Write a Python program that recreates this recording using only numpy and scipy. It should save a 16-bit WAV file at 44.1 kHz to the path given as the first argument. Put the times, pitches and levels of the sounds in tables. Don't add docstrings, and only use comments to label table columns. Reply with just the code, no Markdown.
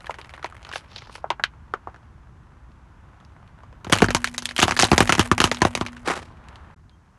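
import sys
import numpy as np
from scipy import signal
from scipy.fft import rfft, irfft, next_fast_len
from scipy.io import wavfile
from scipy.ndimage import uniform_filter1d, map_coordinates

SR = 44100
rng = np.random.default_rng(int(sys.argv[2]) if len(sys.argv) > 2 else 0)


def bounce(signal):
    frames = np.transpose(np.atleast_2d(signal))
    limited = np.clip(frames, -1, 1)
    pcm = np.round(limited * 32767).astype(np.int16)
    wavfile.write(sys.argv[1], SR, pcm)


N = 316638


def amp(db):
    return 10 ** (np.asarray(db) / 20)


def unit(x):
    return x / np.sqrt(np.mean(x ** 2) + 1e-20)


def clock():
    return np.arange(N) / SR


def wobble(rate):
    knots = rng.standard_normal(int(N * rate / SR) + 4)
    return map_coordinates(knots, [np.arange(N) * rate / SR])


def filtered(x, response):
    m = next_fast_len(N + SR // 2)
    return irfft(rfft(x, m) * response(np.fft.rfftfreq(m, 1 / SR)), m)[:N]


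def spectrum(points):
    f, db = np.transpose(points)
    return lambda hz: amp(np.interp(np.log(hz + 1), np.log(f + 1), db))


def band(x, edges):
    return signal.sosfilt(signal.butter(3, edges, "bandpass", fs=SR, output="sos"), x)


def modes(table):
    def response(f):
        total = 0
        for k, (centre, width, db) in enumerate(table):
            resonance = 1j * f * width / (centre ** 2 - f * f + 1j * f * width)
            total = total + (-1) ** k * amp(db) * resonance
        return total
    return response


def lingering(times, levels_db, t60):
    energy = np.bincount(np.round(times * SR).astype(int), amp(2 * levels_db), N)
    return np.sqrt(signal.lfilter([1], [1, -amp(-120 / t60 / SR)], energy))


SWELL_DB = 25


def swell(s, rise, hold, fall, *levels):
    t = clock() - s
    shape_db = -SWELL_DB * np.maximum(np.maximum(-t / rise, (t - hold) / fall), 0)
    return amp(shape_db + np.array(levels)[:, None])


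def grains(rate, spread_db, t60, bed_db):
    sizes_db = spread_db * np.minimum(rng.exponential(size=N), 3)
    hits = (rng.random(N) < rate / SR) * amp(sizes_db)
    decay = amp(-60 * np.arange(SR // 20) / SR / t60)
    envelope = signal.fftconvolve(hits, decay)[:N]
    return (unit(envelope) + amp(bed_db)) * rng.standard_normal(N)


def ground(gains, grit, coarse_hz, fine_hz):
    coarse = unit(band(grit, coarse_hz))
    fine = unit(band(grit, fine_hz))
    return gains[0] * coarse + gains[1] * fine


# f/Hz, relative spectral level/dB
HISS_SPECTRUM = [(1500, -41), (3000, -5.5), (6000, 1.5), (10000, -7.5)]


def microphone_hiss():
    hiss = filtered(rng.standard_normal(N), spectrum(HISS_SPECTRUM))
    return amp(-73.5) * unit(hiss)


# t/s, mean rumble level/dB, mean tyre roar level/dB
TRAFFIC_LEVELS = [(0, -50.5, -54), (1.2, -50.5, -55.5), (2.2, -49, -58), (2.6, -50, -57), (3.1, -51, -57),
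                  (3.7, -49.5, -55.5), (6.3, -48, -54.5), (6.5, -47.5, -49.5), (6.74, -49.5, -52),
                  (6.77, -51, -62.5), (7.18, -55.5, -60.5)]
# f/Hz, relative spectral level/dB
RUMBLE_SPECTRUM = [(15, -37.5), (25, -19), (61, -0.5), (145, -9.5), (292, -20.5), (327, -19), (500, -37.5),
                   (650, -56), (1100, -120)]
# f/Hz, relative spectral level/dB
ROAR_SPECTRUM = [(210, -18), (350, -8.5), (620, -4.5), (1000, 1), (1500, -2.5), (2200, -11.5),
                 (3110, -16.5), (5740, -30.5), (11400, -37), (12500, -52), (16200, -77), (22000, -120)]


def traffic():
    s, rumble_points, roar_points = np.transpose(TRAFFIC_LEVELS)
    rumble_db = np.interp(clock(), s, rumble_points) + 0.7 * wobble(11)
    roar_db = np.interp(clock(), s, roar_points) + 0.65 * wobble(5.2)
    rumble = filtered(rng.standard_normal(N), spectrum(RUMBLE_SPECTRUM))
    grit = grains(rate=20, spread_db=3, t60=0.015, bed_db=12)
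    roar = filtered(grit, spectrum(ROAR_SPECTRUM))
    return amp(rumble_db) * unit(rumble) + amp(roar_db) * unit(roar)


# middle t/s, half length/s, f/Hz, mean level/dB
SQUEAK = (6.937, .022, 3200, -66)


def squeak():
    t = clock()
    s, half, hz, db = SQUEAK
    envelope = amp(db + 3 * wobble(60)) * np.exp(-((t - s) / half) ** 2)
    octave = amp(-8.0) * np.sin(2 * np.pi * 2 * hz * t)
    return envelope * (np.sin(2 * np.pi * hz * t) + octave)


# t/s, level/dB, t60/s
RIM_BLOW = (4.05, -53, 2.4)
RIM_HZ = 346


def rim_ring():
    t = clock()
    s, db, t60 = RIM_BLOW
    gain = (t > s) * amp(db - 60 * (t - s) / t60)
    return gain * np.sin(2 * np.pi * RIM_HZ * t)


CAVITY_HZ = 242
CAVITY_DB, CAVITY_T60, CAVITY_RISE_S = -28.5, 1.43, 0.04


def cavity_hum():
    t = clock()
    s, _, _, thump_db = np.transpose(SHELL_CRACKS)
    gain = lingering(s + CAVITY_RISE_S, thump_db + CAVITY_DB, CAVITY_T60)
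    gain = uniform_filter1d(gain, round(2 * CAVITY_RISE_S * SR))
    gain = gain * amp(1.6 * wobble(7))
    return gain * np.sin(2 * np.pi * CAVITY_HZ * t)


# t/s, rise/s, hold/s, fall/s, coarse level/dB, fine level/dB
SCUFFS = [(6.069, 0.02, 0.055, 0.04, -24, -30), (6.156, 0.018, 0.0077, 0.12, -32.5, -35.5)]
# f/Hz, relative spectral level/dB
SCUFF_SPECTRUM = [(88, -39), (150, -5), (1280, -1), (3120, -13), (8470, -21.5), (11400, -28), (12500, -37),
                  (16200, -81), (22000, -120)]


def scuff():
    rub = grains(rate=320, spread_db=2, t60=0.02, bed_db=-6)
    rub = filtered(rub, spectrum(SCUFF_SPECTRUM))
    gains = sum(swell(*row) for row in SCUFFS)
    return ground(gains, rub, (150, 2000), (2000, 12000))


# from t/s, to t/s, coarse level/dB, initial fine level/dB, fine slope/(dB/s)
SACHET_GRIT = (0, 1.03, -53.5, -59.5, -10.5)


def crumble(left):
    start, end, coarse_db, fine_db, slope_db = SACHET_GRIT
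    t = clock()
    grit = (t >= start) * (t < end) * amp([coarse_db + 0 * t, fine_db + slope_db * (t - start)])
    crumbs = grains(rate=130, spread_db=3, t60=0.01, bed_db=-11)
    return ground(grit + left, crumbs, (450, 2500), (2500, 11000))


# low f/Hz, high f/Hz
CRACK_BANDS = [(330, 1500), (1500, 4500), (4500, 12000)]
# burst t60/s, echo t60/s, echo level/dB re burst
CRACK_DECAYS = [(0.016, 0.076, -9), (0.01, 0.076, -12.5), (0.0066, 0.048, -9.5)]
# sharpness Q, lift in the burst/dB, lift in the echo/dB
PIECE_RESONANCE = (4.5, 9, 0)
PIECE_LOW, PIECE_HIGH = 0.26, 2.5
LIGHT_ECHO = 0.12
# f/Hz, width/Hz, level/dB
GAP_MODES = [(970, 270, -8), (1500, 120, 3.5), (2300, 940, -9.5), (3100, 280, 7), (4440, 4500, -10.5),
             (6440, 940, 8)]


def cracks(times, pitch, levels_db):
    t = np.arange(SR // 10) / SR
    starts = np.round(times * SR).astype(int)
    at = (starts[:, None] + np.arange(len(t))).ravel()
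    q, burst_lift_db, echo_lift_db = PIECE_RESONANCE
    u = np.fft.rfftfreq(len(t), 1 / SR) / pitch[:, None, None]
    piece = 1 + amp([[burst_lift_db], [echo_lift_db]]) * 1j * u / (q * (1 - u * u) + 1j * u)
    piece *= 1j * u / (PIECE_LOW + 1j * u) / (1 + 1j * u / PIECE_HIGH) ** 2
    brightness_db = np.maximum(levels_db[1] - levels_db[0], 0)
    echo_share = amp(-LIGHT_ECHO * brightness_db)[:, None]
    direct, echoes = np.zeros(N), np.zeros(N)
    for edges, (burst, echo, echo_db), level_db in zip(CRACK_BANDS, CRACK_DECAYS, levels_db):
        echo_shape = amp(-60 * t / echo) * (1 - np.exp(-t / 0.0017))
        shapes = np.array([amp(-60 * t / burst), echo_shape])
        noise = rng.standard_normal((len(times), 2, len(t)))
        rows = band(shapes * noise, edges)
        rows = irfft(rfft(rows) * piece, len(t))
        rows *= amp(level_db)[:, None, None] / np.abs(rows).max(axis=2, keepdims=True)
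        direct += np.bincount(at, rows[:, 0].ravel(), N + SR)[:N]
        echoes += amp(echo_db) * np.bincount(at, (echo_share * rows[:, 1]).ravel(), N + SR)[:N]
    gap = modes(GAP_MODES)
    return direct + filtered(echoes, lambda f: 0.64 + gap(f))


# t/s, rise/s, hold/s, fall/s, coarse level/dB, fine level/dB
SAUCE_SPITS = [(0.73, .004, .055, .035, -41, -47), (0.95, .1, .03, .2, -44, -66),
               (1.145, .06, .02, .04, -48, -51)]


def sauce_spits():
    spit = grains(rate=300, spread_db=3.5, t60=0.009, bed_db=-4)
    gains = sum(swell(*row) for row in SAUCE_SPITS)
    return ground(gains, spit, (2200, 5500), (5500, 10500))


SCATTER_DB = 3
# t/s, ring f/Hz, knock peak level/dB, snap level/dB re knock
FOIL_SNAPS = [(0.006, 1310, -37.5, 4), (0.059, 3400, -52.5, 18), (0.0949, 970, -16, -18),
              (0.1075, 2300, -24, -0.5), (0.142, 1780, -32, 5.5), (0.186, 2000, -26, -1),
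              (0.214, 3250, -38, 9), (0.2464, 1120, -40, 9), (0.338, 1820, -26, 1.5),
              (0.3775, 1570, -29, -5), (0.4277, 1370, -30, 2.5), (0.444, 930, -15, -3),
              (0.459, 1370, -37.5, 15), (0.524, 1460, -32, -8), (0.6291, 6900, -40, 5),
              (0.6907, 5340, -28.5, 0.5), (0.727, 2830, -35, 13), (0.735, 1610, -28.5, 6),
              (0.7577, 1570, -18, 2), (0.961, 4100, -34, 13.5), (1.0203, 2100, -33, 0),
              (1.0958, 1040, -30.5, -10), (1.1537, 1470, -27.5, 3), (1.2419, 690, -15, -58),
              (1.3033, 970, -7.5, -0.5), (1.3961, 1630, -19, -20), (1.4379, 1500, -16, 15),
              (1.7378, 1290, -8.5, -15.5), (1.8723, 800, -18, -28), (1.944, 1620, -32.5, -9.5),
              (1.961, 1590, -43, 2), (2.718, 5230, -65.5, 16), (3.2016, 970, -44, 1),
              (3.249, 5700, -57, 15), (3.477, 1460, -53.5, 12), (3.6339, 980, -35.5, -11),
              (3.7269, 530, -40.5, -2), (6.3033, 1040, -37, -25), (6.4853, 1480, -44, 10.5),
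              (6.5572, 3846, -42, 10), (6.895, 3685, -60.5, 19.5)]
# from t/s, to t/s, mean knock peak level/dB
GRIT_TICKS = [(0, 1.203, -36.5), (6.301, 6.602, -48.5)]
TICKS_PER_S, TICK_HZ, TICK_SPREAD_DB = 12, 1600, 5
FOIL_SPLINTER_DB, FOIL_GROWS = -16.5, 0.83


def sachet():
    rows = [np.array(FOIL_SNAPS)]
    for start, end, db in GRIT_TICKS:
        count = round((end - start) * TICKS_PER_S)
        place, octave, loud, bright = rng.random((count, 4)).T * 2 - 1
        tick_s = start + (end - start) * (place + 1) / 2
        tick_db = db + TICK_SPREAD_DB * loud
        rows.append(np.c_[tick_s, TICK_HZ * 2 ** octave, tick_db, 2 * TICK_SPREAD_DB * bright])
    s, pitch, knock_db, bright_db = np.vstack(rows).T
    snap_db = knock_db + bright_db
    splinter_db = FOIL_GROWS * snap_db + FOIL_SPLINTER_DB
    splinter_db = splinter_db + SCATTER_DB * rng.standard_normal(len(s))
    return cracks(s, pitch, [knock_db, snap_db, splinter_db]) + sauce_spits()


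# f/Hz, width/Hz, relative level/dB
CARCASS_MODES = [(46.6, 3.7, -0.5), (77.3, 16, 2.5), (103, 15, 6.5), (185, 76, 3.5), (360, 70, 3.5)]


def carcass_thumps(s, thump_db):
    thump = filtered(np.arange(N) == 0, modes(CARCASS_MODES))[:SR // 2]
    blows = np.bincount(np.round((s + 0.001) * SR).astype(int), amp(thump_db), N)
    return signal.fftconvolve(blows, thump / np.abs(thump).max())[:N]


# t/s, ring f/Hz, snap peak level/dB, thump peak level/dB
SHELL_CRACKS = [(3.8462, 1370, -24.5, -37.5), (3.868, 727, -29, -24), (3.898, 590, -20, -27.5),
                (3.9205, 3030, -19, -32), (3.9249, 3090, -1, -8.5), (3.9318, 2985, -1, -14.5),
                (3.9538, 4500, -14, -24), (3.9628, 2300, -16.5, -25), (3.9861, 2600, -11, -45.5),
                (4.0039, 3020, -20.5, -23.5), (4.02, 734, -3, -10), (4.0245, 446, -14.5, -3),
                (4.0427, 1520, -11, -14), (4.0851, 1570, -16.5, -16.5), (4.1056, 1540, -11, -24.5),
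                (4.1477, 1028, -4.5, -13.5), (4.2435, 1600, -3.5, -35), (4.274, 2370, -15.5, -44),
                (4.3455, 1840, -23.5, -47), (4.38, 3940, -8, -43), (4.4222, 6240, -19.5, -39.5),
                (4.4555, 3480, -11, -49), (4.4897, 4120, -15, -52), (4.51, 1970, -20.5, -39),
                (4.564, 3510, -12, -47.5), (4.58, 3280, -8.5, -51), (4.589, 1023, -9, -19.5),
                (4.5928, 1010, -7.5, -26), (4.6008, 7100, -6, -39), (4.6164, 3550, -9.5, -27.5),
                (4.624, 3000, -5, -27), (4.628, 3020, 1.5, -9.5), (4.6369, 3635, -6.5, -23.5),
                (4.6529, 980, -22.5, -18.5), (4.6807, 864, -7.5, -22.5), (4.6924, 1120, -14, -24.5),
                (4.7095, 895, -6.5, -27.5), (4.7206, 1176, -12, -24), (4.7659, 1650, -13, -33.5),
                (4.7731, 4180, -12, -34), (4.7914, 1063, -3, -25.5), (4.7965, 7000, -4.5, -30),
                (4.7988, 1917, -5, -19.5), (4.8074, 3940, -8.5, -27), (4.8145, 6000, -10, -37),
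                (4.8238, 5760, 2, -32), (4.8316, 745, -5.5, -11.5), (4.8413, 3750, -4.5, -37),
                (4.8495, 920, -8.5, -23), (4.8856, 3480, -20, -33), (4.916, 911, -3, -4.5),
                (4.9305, 1230, -10.5, -6), (4.9797, 970, -1, -14), (5.0048, 914, 1, -7),
                (5.0232, 1326, -21.5, -13.5), (5.075, 2140, -14, -39.5), (5.0938, 1343, -2, -15),
                (5.1, 5790, -17, -20), (5.1232, 2546, -1, -15.5), (5.1513, 983, -9, -26.5),
                (5.1813, 1913, -15.5, -14.5), (5.194, 3100, -1.5, -6), (5.2034, 5960, -11, -25),
                (5.3148, 1173, -4.5, -7), (5.3797, 2344, -10.5, -23.5), (5.4025, 3075, -1, -14),
                (5.416, 1340, -7.5, -22.5), (5.4407, 3350, -1, -10.5), (5.474, 1220, -16.5, -27.5),
                (5.5147, 885, -6.5, -22), (5.5459, 5640, -18, -38.5), (5.5704, 3620, -19, -41),
                (5.609, 2500, -27.5, -38.5), (5.6183, 970, -1, -9), (5.6502, 763, -8, -9.5),
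                (5.7515, 1190, -9, -26), (5.7742, 1000, -20.5, -27), (5.8112, 1030, -12.5, -15),
                (5.8518, 6460, -33.5, -33), (5.8638, 2300, -16, -43), (5.8838, 1170, -26, -43),
                (5.9308, 1120, -32.5, -55), (5.9672, 1140, -26, -46)]
KNOCK_SHARE, KNOCK_DB = 0.45, 2.5
SHELL_SPLINTER_DB, SHELL_GROWS = -1.5, 1.204
SHARD_S, SHARD_DB, SHARD_SPREAD_DB = 0.0075, -15.5, 1.5
# coarse level/dB re knock, fine level/dB re snap
CRUMB_LEVELS = (-32.5, -38.5)
CRUMB_T60 = 0.6


def nuts():
    s, pitch, snap_db, thump_db = np.transpose(SHELL_CRACKS)
    knock_db = KNOCK_SHARE * thump_db + (1 - KNOCK_SHARE) * snap_db + KNOCK_DB
    scatter, delay, detune, loud = rng.standard_normal((len(s), 4)).T
    splinter_db = SHELL_GROWS * snap_db + SHELL_SPLINTER_DB + SCATTER_DB * scatter
    levels_db = np.array([knock_db, snap_db, splinter_db])
    shard_s = s + SHARD_S * np.exp(0.65 * delay)
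    shard_levels_db = levels_db + SHARD_DB + SHARD_SPREAD_DB * loud
    shards = cracks(shard_s, pitch * np.exp(0.31 * detune), shard_levels_db)
    left = [amp(db) * lingering(s, level_db, CRUMB_T60)
            for db, level_db in zip(CRUMB_LEVELS, levels_db)]
    shells = cracks(s, pitch, levels_db)
    return shells + shards + carcass_thumps(s, thump_db) + crumble(np.array(left))


def scene():
    background = microphone_hiss() + traffic()
    tones = squeak() + rim_ring() + cavity_hum()
    return (background + tones + scuff() + sachet() + nuts())[None]


# f/Hz, level/dB
MIC_RESPONSE = [(20, 3.5), (10500, -3.5), (11800, -6), (12800, -43)]
CEILING = 0.91
# from t/s, to t/s
MUTE_SPAN = (6.745, 6.762)
TOP_HZ = 12930


def record(dry):
    t = clock()
    heard = filtered(dry[0], spectrum(MIC_RESPONSE))
    held = heard / (1 + np.abs(heard / CEILING) ** 6) ** (1 / 6)
    start, end = MUTE_SPAN
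    mute = uniform_filter1d(1. - (t > start) * (t < end), size=100)
    return filtered(held * mute, lambda hz: hz < TOP_HZ)[None]


dry = scene()
out = record(dry)
bounce(out)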